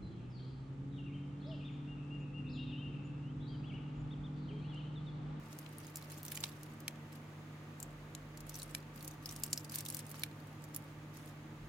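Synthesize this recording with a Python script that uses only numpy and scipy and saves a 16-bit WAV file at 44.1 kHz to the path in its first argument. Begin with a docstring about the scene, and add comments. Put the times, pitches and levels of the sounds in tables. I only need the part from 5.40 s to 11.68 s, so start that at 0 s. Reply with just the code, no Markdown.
"""A small dry room hums with mains-driven appliances; a low rumble comes and goes.
Close to the microphone, fingers open the folding clasp of a steel watch bracelet, slip it off and turn it over.
Links rub, tick and slide, clasp blades clack: short forces ring resonances that the hand damps at once.
Room air is coloured noise, appliances are wavering tones, rubbing is many tiny pings over skin hiss."""
import sys
import numpy as np
from scipy import signal
from scipy.fft import rfft, irfft
from scipy.io import wavfile

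SR = 44100
rng = np.random.default_rng(int(sys.argv[2]) if len(sys.argv) > 2 else 0)


def bounce(signal):
    """Save signal as a 16-bit WAV file at the path given by the first command-line argument."""
    frames = np.transpose(np.atleast_2d(signal))
    limited = np.clip(frames, -1, 1)
    pcm = np.round(limited * 32767).astype(np.int16)
    wavfile.write(sys.argv[1], SR, pcm)


N = 277168
TIME = np.arange(N) / SR
SIDES = np.array([[.5], [-.5]])  # left, right


def from_db(db):
    """Decibels to gain."""
    return 10 ** (np.asarray(db) / 20)


def rms_one(x):
    """Scale to rms 1."""
    return x / np.sqrt(np.mean(x ** 2) + 1e-30)


def at_hz(points, hz):
    """Read a spectrum on a log-frequency axis."""
    known_hz, values = np.transpose(points)
    return np.interp(np.log(hz + 1), np.log(known_hz), values)


def coloured(x, spectrum):
    """Give a steady sound a spectrum; rms 1."""
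    gain = from_db(at_hz(spectrum, np.fft.rfftfreq(N, 1 / SR)))
    return rms_one(irfft(rfft(x) * gain, N))


def drift(rate_hz):
    """Slow chance with spread 1: noise that falls off above the rate."""
    hz = np.fft.rfftfreq(N, 1 / SR)
    return rms_one(irfft(rfft(rng.standard_normal(N)) / (1 + (hz / rate_hz) ** 2), N))


def resonate(x, hz, width_hz):
    """One two-pole resonance with gain about 1 on top; the wider, the sooner it dies."""
    r = np.exp(-np.pi * width_hz / SR)
    feed = np.array([1, 0, -1]) * (1 - r * r) / 2
    return signal.lfilter(feed, [1, -2 * r * np.cos(2 * np.pi * hz / SR), r * r], x)


def blend(mid, side, alike):
    """Left and right whose likeness is 0 (unrelated) to 1 (the same)."""
    alike = np.clip(alike, 0, 1)
    return np.sqrt(1 + alike) * mid + np.sqrt(1 - alike) * side * [[1], [-1]]


def stereo_noise(alike, size):
    """White noise in two channels that are partly the same."""
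    mid, side = rng.standard_normal((2, size))
    return blend(mid, side, alike) / np.sqrt(2)


def swells(rows, attack_s, release_t60_s, rest_db):
    """Gain over time: attack, hold and release of each row over a resting level."""
    gain = from_db(rest_db)
    for start_s, length_s, db in rows:
        attack = np.clip((TIME - start_s) / attack_s, 0, 1)
        release = from_db(-60 * np.clip((TIME - start_s - length_s) / release_t60_s, 0, 2))
        gain = np.maximum(gain, from_db(db) * attack * release)
    return gain


def tone(hz, waver, rate_hz):
    """A tone of rms 1 whose height and phase wander."""
    phase = 2 * np.pi * (hz * TIME + rng.random())
    waver = np.clip(waver, 0, 1)
    in_phase = np.sqrt(2 * (1 - waver ** 2)) + waver * drift(rate_hz)
    quadrature = waver * drift(rate_hz)
    return rms_one(in_phase * np.sin(phase) + quadrature * np.cos(phase))


# Spectrum of room air and fans. 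Each row: frequency in Hz, relative density in dB per Hz.
AIR_SPECTRUM = [(25, -44), (42, -9), (70, -5), (130, 0.5), (200, 0), (290, 2.5), (390, -5), (700, -8.5),
                (1200, -10.5), (2000, -11.5), (4000, -22), (6600, -29.5), (8500, -31.5), (16000, -33)]
# Left-right likeness of the room air. Each row: frequency in Hz, likeness 0-1.
AIR_LIKENESS = [(100, 0.94), (250, .93), (500, 0.75), (1000, 0.51), (2000, 0.027), (5000, 0.033),
                (16000, 0.064)]
# Resonances that catch fan noise. Each row: frequency in Hz, width in Hz, level in dB rms.
FAN_MODES = [(728, 13, -78), (892, 15, -71), (1170, 66, -69.5), (6380, 110, -82.5), (6830, 490, -81)]
AIR_DB_RMS = -55.5


def air():
    """Fan and room noise, alike at both ports in the bass, with a few faint resonances."""
    mid, side = rfft(rng.standard_normal((2, N)))
    noise = irfft(blend(mid, side, at_hz(AIR_LIKENESS, np.fft.rfftfreq(N, 1 / SR))), N)
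    fan = sum(from_db(db) * rms_one(resonate(stereo_noise(.3, N), hz, width_hz))
              for hz, width_hz, db in FAN_MODES)
    return from_db(AIR_DB_RMS) * coloured(noise, AIR_SPECTRUM) + fan


# Steady appliance tones. Each row: frequency in Hz, level in dB rms, waver 0-1.
HUM_TONES = [(100.16, -62.5, 0), (150.2, -53.5, 0.1), (229, -65.5, 0.7), (303.9, -66, 0.46),
             (316.4, -66.5, 0.46), (457, -77.5, 0.64), (489, -78, 0.45), (537, -75.5, 0.65),
             (598.4, -76, 0.5), (1249, -79.5, 0)]


def hum():
    """Mains harmonics and motor tones, each wavering by its own amount."""
    return sum(from_db(db) * tone(hz, waver, rate_hz=5.0) for hz, db, waver in HUM_TONES)


# Course of one motor tone. Each row: time in seconds, level in dB rms.
MOTOR_LEVEL = [(0, -70), (3.6, -71), (4.3, -57), (5, -64), (6.28, -65)]


def motor():
    """A wavering motor tone that swells and partly falls back."""
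    gain = from_db(np.interp(TIME, *np.transpose(MOTOR_LEVEL)))
    return gain * tone(hz=109.6, waver=0.26, rate_hz=3.3)


# Swells of low rumble. Each row: start in seconds, length in seconds, level in dB rms.
RUMBLE_SWELLS = [(-0.1, 0.17, -64), (2.38, 0.26, -60.5), (2.74, 0.86, -61.5), (3.5, 0.53, -63.5),
                 (5.45, 0.7, -68.5), (6.15, 0.13, -56)]


def rumble():
    """A wavering deep tone that comes and goes over a resting level."""
    gain = swells(RUMBLE_SWELLS, attack_s=0.085, release_t60_s=0.4, rest_db=-76)
    return gain * tone(hz=44.7, waver=0.27, rate_hz=4)


# The fingers shift the bracelet. Each row: start in seconds, length in seconds, level in dB before the mix.
MOVES = [(0.0, 0.45, -66), (0.37, 0.11, -60.5), (0.53, 0.26, -60.5), (0.68, 0.043, -55),
         (0.83, 0.24, -53.5), (1.08, 0.24, -65), (1.71, 0.047, -63), (2.37, 0.055, -67.5),
         (3.05, 0.33, -62), (3.10, 0.12, -55.5), (3.53, 0.21, -60.5), (3.81, 0.48, -59.5),
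         (3.87, 0.046, -52), (4.03, 0.052, -52.5), (4.30, 0.094, -50.5), (4.45, 0.15, -54),
         (4.64, 0.2, -58.5), (4.86, 0.65, -69), (5.32, 0.051, -59.5), (5.72, 0.18, -63.5)]


def motion():
    """Each move swells, holds and dies away; the resting grip still rubs a little."""
    return swells(MOVES, attack_s=0.022, release_t60_s=0.2, rest_db=-79.5)


# Spectrum of the rubbing. Each row: frequency in Hz, relative density in dB per Hz.
RUB_SPECTRUM = [(700, -19), (1500, 0), (2800, 1.5), (4000, -4.5), (5300, -2.5), (7000, -5.5), (9000, -3.5),
                (11000, -5.5), (13500, -2), (16000, -10.5)]
STICK_SLIP_DB, STICK_SLIP_HZ = 2.5, 42


def rubbing(moving, grains_per_s, spread_db, skin_db, grain_t60_s, ping_db, ping_width_hz, count=20, size=500):
    """Tiny slips, each pinging one of many link pieces, over skin hiss; stick and slip clumps them."""
    dying = from_db(-60 * np.arange(size) / SR / grain_t60_s)
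    pitches_hz = np.geomspace(3600, 13500, count)
    slips = np.flatnonzero(rng.random(N) < grains_per_s / SR)
    strength = from_db(spread_db * np.minimum(rng.exponential(1, N), 2))
    dealt = rng.integers(0, count * count, N)
    shapes = []
    for k in range(count * count):
        scrape = stereo_noise(0.079, size) * dying
        ping = rms_one(resonate(scrape, pitches_hz[k % count], ping_width_hz))
        shapes.append(rms_one(scrape) + from_db(ping_db) * ping)
    grains = np.zeros((2, N + size))
    for i in slips:
        grains[:, i:i + size] += strength[i] * shapes[dealt[i]]
    skin = from_db(skin_db) * stereo_noise(0.23, N)
    rub = moving * coloured(rms_one(grains[:, :N]) + skin, RUB_SPECTRUM)
    return rub * from_db(STICK_SLIP_DB * drift(STICK_SLIP_HZ))


def steel(force, modes):
    """Each touch meets the modes with strengths of its own, 1 dB spread."""
    return sum(from_db(db + rng.standard_normal()) * resonate(force, hz, width_hz)
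               for hz, width_hz, db in modes)


# Low, middle and top band of a contact. Each row: lower edge in Hz, upper edge in Hz.
BANDS = [(900, 4500), (4500, 9000), (9000, 17500)]


def contacts(table, modes, ring_t60_s, scatter_db, crack_db, slide_s, alike, lag_per_db, ring_width_hz,
             soft_hz, size=2200):
    """Steel slides briefly, stops with a snap and chatters out within milliseconds."""
    out, lead = np.zeros((2, N + size)), size // 8
    t = (np.arange(size) - lead) / SR
    filters = [signal.butter(2, band, "band", fs=SR, output="sos") for band in BANDS]
    soften = signal.butter(6, min(soft_hz, .45 * SR), fs=SR, output="sos")
    dying = rms_one((t > 0) * from_db(-60 * np.abs(t) / ring_t60_s)) / np.sqrt(size)
    sliding = rms_one((t < 0) * np.exp(-np.abs(t) / slide_s)) / np.sqrt(size)
    for s, *band_db, slide_db, pan_db, ring_hz, ring_db in table:
        # the snap reaches the nearer port first; lag in samples per dB
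        snap = np.sinc(t * SR + pan_db * lag_per_db * SIDES) * (np.abs(t) < .0003)
        chatter = from_db(scatter_db) * dying + from_db(slide_db) * sliding
        force = snap + chatter * stereo_noise(alike, size)
        # modes plus the bare crack
        body = signal.sosfilt(soften, steel(force, modes) + from_db(crack_db) * force)
        # neighbouring bands alternate in sign so that they join without a notch
        click = sum((-1) ** k * from_db(db) * rms_one(signal.sosfilt(filters[k], body))
                    for k, db in enumerate(band_db))
        # the touched piece pings at its own pitch, signed like its band
        ping = resonate(snap + chatter * stereo_noise(alike, size), ring_hz, ring_width_hz)
        sign = (-1) ** sum(ring_hz > high_hz for low_hz, high_hz in BANDS)
        click = click + sign * from_db(ring_db) * rms_one(ping)
        # table levels: rms if all the energy fell within 10 ms
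        start = max(round(s * SR) - lead, 0)
        out[:, start:start + size] += click * np.sqrt(SR / 10 ** 2 / size) * from_db(pan_db * SIDES)
    return out[:, :N]


LOOSE_PER_S = 42  # at full motion
LOOSE_DB, LOOSE_SPREAD_DB = 4, 0.5  # over the motion level
LOOSE_TOP_DB, LOOSE_SLIDE_DB, LOOSE_PAN_DB, LOOSE_RING_DB = 9, -14, -1.5, 0
LOOSE_RING_HZ = (3860, 13200)


def loose_ticks(moving, count=200):
    """Random faint ticks, denser and stronger the more the bracelet moves; rows as in LINK_TICKS."""
    wait, pitch = rng.random((2, count))
    strength = rng.standard_normal(count)
    due = np.cumsum(LOOSE_PER_S * moving / moving.max()) / SR
    starts = np.searchsorted(due, np.cumsum(2 * wait))
    low_hz, high_hz = LOOSE_RING_HZ
    rows = []
    for i, a, p in zip(starts, strength, pitch):
        if i < N:
            db = 20 * np.log10(moving[i]) + LOOSE_DB + LOOSE_SPREAD_DB * a
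            ring_hz = low_hz * (high_hz / low_hz) ** p
            rows.append((i / SR, db, LOOSE_TOP_DB, LOOSE_SLIDE_DB, LOOSE_PAN_DB, ring_hz, LOOSE_RING_DB))
    return rows


LINK_LOW_DB = -14.5  # links are light: low band under the tick


def link_contacts(ticks):
    """Share each tick's strength among the three bands and its own ring; rows as in CLASP_KNOCKS."""
    rows = []
    for s, db, top_db, slide_db, pan_db, ring_hz, ring_db in ticks:
        middle_db = db - 10 * np.log10(1 + from_db(top_db) ** 2)
        band_db = (db + LINK_LOW_DB, middle_db, middle_db + top_db)
        rows.append((s, *band_db, slide_db, pan_db, ring_hz, db + ring_db))
    return rows


# Clear ticks of the links. Each row: time in seconds, level in dB before the mix, top over middle band in dB,
# slide before the stop in dB, left over right in dB, own ring in Hz, own ring over the tick in dB.
LINK_TICKS = [(0.1288, -55.5, -6, -18, -1.5, 6360, -7), (0.1884, -48, 9, -23, 1, 6400, -10),
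              (0.3833, -51.5, 17, -28, 1, 9440, 0.5), (0.558, -43.5, 6, -15, 0.5, 7350, -1),
              (0.5707, -45.5, 3, -11, -0.5, 14020, -6), (0.831, -47, 14, -19, 0, 12970, -15),
              (0.8518, -45.5, 8, -8, -2, 9100, -5), (0.8639, -48, 13, -2, -5, 14460, -12),
              (0.9488, -50, 18, -9, 3.5, 11300, -3), (1.0088, -49, 12, -22, -1.5, 14120, -1),
              (1.2328, -53, -2, -13, 0, 13620, -6), (1.4042, -54.5, 5, -8, 1, 12910, -10),
              (2.4018, -48.5, 9, -25, 4.5, 7440, 0), (2.4285, -47.5, 14, -23, 0.5, 7370, 5.5),
              (2.9746, -52.5, -7, -4, -0.5, 7210, -12), (3.0061, -52, -1, -3, -2, 9400, -10),
              (3.0952, -45.5, -2, -5, -1, 12030, -8), (3.1438, -53, 0, -3, -1.5, 5890, 4),
              (3.1562, -50, 2, 9, 2, 6005, 2.5), (3.1994, -51, -2, 2, 2, 4390, 1.5),
              (3.2197, -48.5, -7, -10, -1, 4010, -0.5), (3.2306, -47.5, 0, -20, 2, 9500, 2),
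              (3.6271, -49, 9, -12, -1.5, 13340, -8), (3.6474, -49, 10, 1, -1.5, 6040, -5),
              (3.6786, -44.5, 3, -5, 3, 6970, -3), (3.8586, -46.5, 19, -22, 2.5, 5100, 6),
              (3.8919, -52.5, 0, -22, 1, 5790, 7.5), (3.9117, -49, -4, -12, 0.5, 9250, -17),
              (3.9629, -47.5, -6, -24, 1, 9260, -4), (4.0361, -33.5, 5, -18, 0.5, 7500, -5),
              (4.1288, -50, 1, -18, -1, 7080, -1), (4.1305, -31, -18, -15, 0.5, 7250, -5),
              (4.1765, -41, 5, -10, -1, 5240, 1.5), (4.2477, -50, -4, 3, -1.5, 4696, -4),
              (4.2975, -49.5, 0, 1, 1.5, 4840, -3), (4.3499, -42, 8, -5, 2, 11660, -13),
              (4.3583, -36, 6, 3, -0.5, 9700, -9), (4.3854, -41.5, 4, -14, 1, 8650, -1),
              (4.4068, -43.5, 0, -12, 0.5, 7840, -8), (4.4523, -48, -4, -6, 1, 13140, 0),
              (4.4629, -44.5, 3, 1, -2, 3518, -2), (4.488, -43, -5, 6, -2.5, 10720, -11),
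              (4.5013, -43.5, 0, -16, 2, 10880, 2), (4.5471, -40.5, 3.5, -1, 6.5, 13550, 0),
              (4.5688, -43.5, 7, -16, 0, 8380, -4), (4.5914, -47, -5, -12, 1, 10500, -2),
              (4.6945, -55, 8, -5, -3.5, 10500, -5), (4.7154, -48.5, 5, -1, -2.5, 10750, -7),
              (4.7965, -52, 2, 3, -2, 12370, 1), (5.2405, -55.5, -8, -11, -3.5, 13330, -4),
              (5.3469, -46.5, 8, -18, -3, 7080, -1), (5.363, -38.5, 15, -22, -2.5, 10170, -2),
              (5.7713, -55, 0, -5, -2.5, 13250, -10)]
# Hand-damped link resonances. Each row: frequency in Hz, width in Hz, relative level in dB.
LINK_MODES = [(1500, 700, -14), (2930, 510, -1), (4440, 760, -11), (4740, 810, 2), (5450, 350, 0.5),
              (6050, 600, 4.5), (7060, 740, 8), (8120, 300, 2.5), (9400, 1900, 3.5), (11100, 2600, 4.5),
              (13400, 2700, 14), (15700, 800, -22)]


def links(moving):
    """Light links strike each other: clear ticks plus faint loose ones."""
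    ticks = link_contacts(LINK_TICKS + loose_ticks(moving))
    return contacts(ticks, LINK_MODES, ring_t60_s=0.033, scatter_db=-0.5, crack_db=-5, slide_s=0.0018,
                    alike=0.34, lag_per_db=1.14, ring_width_hz=310, soft_hz=17900)


# Knocks of the clasp blades. Each row: time in seconds, low, middle and top band in dB before the mix,
# slide before the stop in dB, left over right in dB, own ring in Hz, own ring in dB before the mix.
CLASP_KNOCKS = [(0.2632, -55.5, -69, -77, -1, 2.5, 2740, -60),
                (0.9199, -47.5, -56, -46.5, 6, 0, 14450, -44),
                (0.9741, -45.5, -50, -51, -3, -1.5, 2160, -50),
                (1.0385, -38, -42, -55, -10, -1.5, 3780, -37), (1.0566, -55, -58, -69, 3, -5, 2570, -61),
                (1.4801, -39, -44, -43, -44, -1, 6450, -52), (2.7503, -54.5, -50, -56, -30, 0.5, 6600, -52),
                (3.349, -40.5, -47, -40.5, -11, -0.5, 5200, -46.5),
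                (4.743, -66, -65, -66, -9, -5, 1385, -52), (4.8351, -36, -45, -39, -33, -2.5, 3100, -47)]
# Hand-damped clasp resonances. Each row: frequency in Hz, width in Hz, relative level in dB.
CLASP_MODES = [(980, 130, 0), (1790, 72, 5), (2380, 110, 10), (2560, 350, 6), (3160, 420, 9),
               (3990, 680, 7.5), (4760, 360, -6), (5680, 1200, 5.5), (6680, 330, -1), (7630, 700, 7),
               (9300, 1300, 5.5), (10450, 350, -16), (11050, 1300, 5.5), (13300, 300, 4)]


def clasp():
    """Clasp blades knock and ring their damped modes."""
    return contacts(CLASP_KNOCKS, CLASP_MODES, ring_t60_s=0.016, scatter_db=5.0, crack_db=-17, slide_s=0.0029,
                    alike=0.34, lag_per_db=3.0, ring_width_hz=270, soft_hz=14500)


ROOM_T60_S = 0.091


def room(x, tail_db, echo_db, far_echo_db, size=14000):
    """A faint short tail and two smeared wall echoes."""
    t = np.arange(size) / SR
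    response = from_db(tail_db) * rms_one((t > .004) * from_db(-60 * t / ROOM_T60_S))
    for delay_s, db in ((.028, echo_db), (.078, far_echo_db)):
        echo = (t > delay_s) * np.exp(-np.abs(t - delay_s) / 0.00073)
        response = response + from_db(db) * rms_one(echo)
    response = response * stereo_noise(0.11, size) / np.sqrt(size)
    return signal.oaconvolve(x, response, axes=1)[:, :N]


def scene():
    """The bracelet close by, the humming room behind it."""
    background = (air() + (hum() + motor() + rumble())) * from_db([[-.4], [.4]])
    moving = motion()
    watch = from_db(-2.0) * clasp() + from_db(-3.5) * links(moving)
    rub = rubbing(moving, grains_per_s=290, spread_db=1.5, skin_db=-5.5, grain_t60_s=0.021,
                  ping_db=-3, ping_width_hz=220)
    watch = watch + from_db(-2.5) * rub
    return watch + room(watch, tail_db=-20.5, echo_db=-29.0, far_echo_db=-30) + background


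CUTOFF_HZ = 16000


def record(dry):
    """The top is cut steeply."""
    return signal.sosfilt(signal.ellip(10, .1, 70, CUTOFF_HZ, fs=SR, output="sos"), dry)


dry = scene()
out = record(dry)
bounce(out)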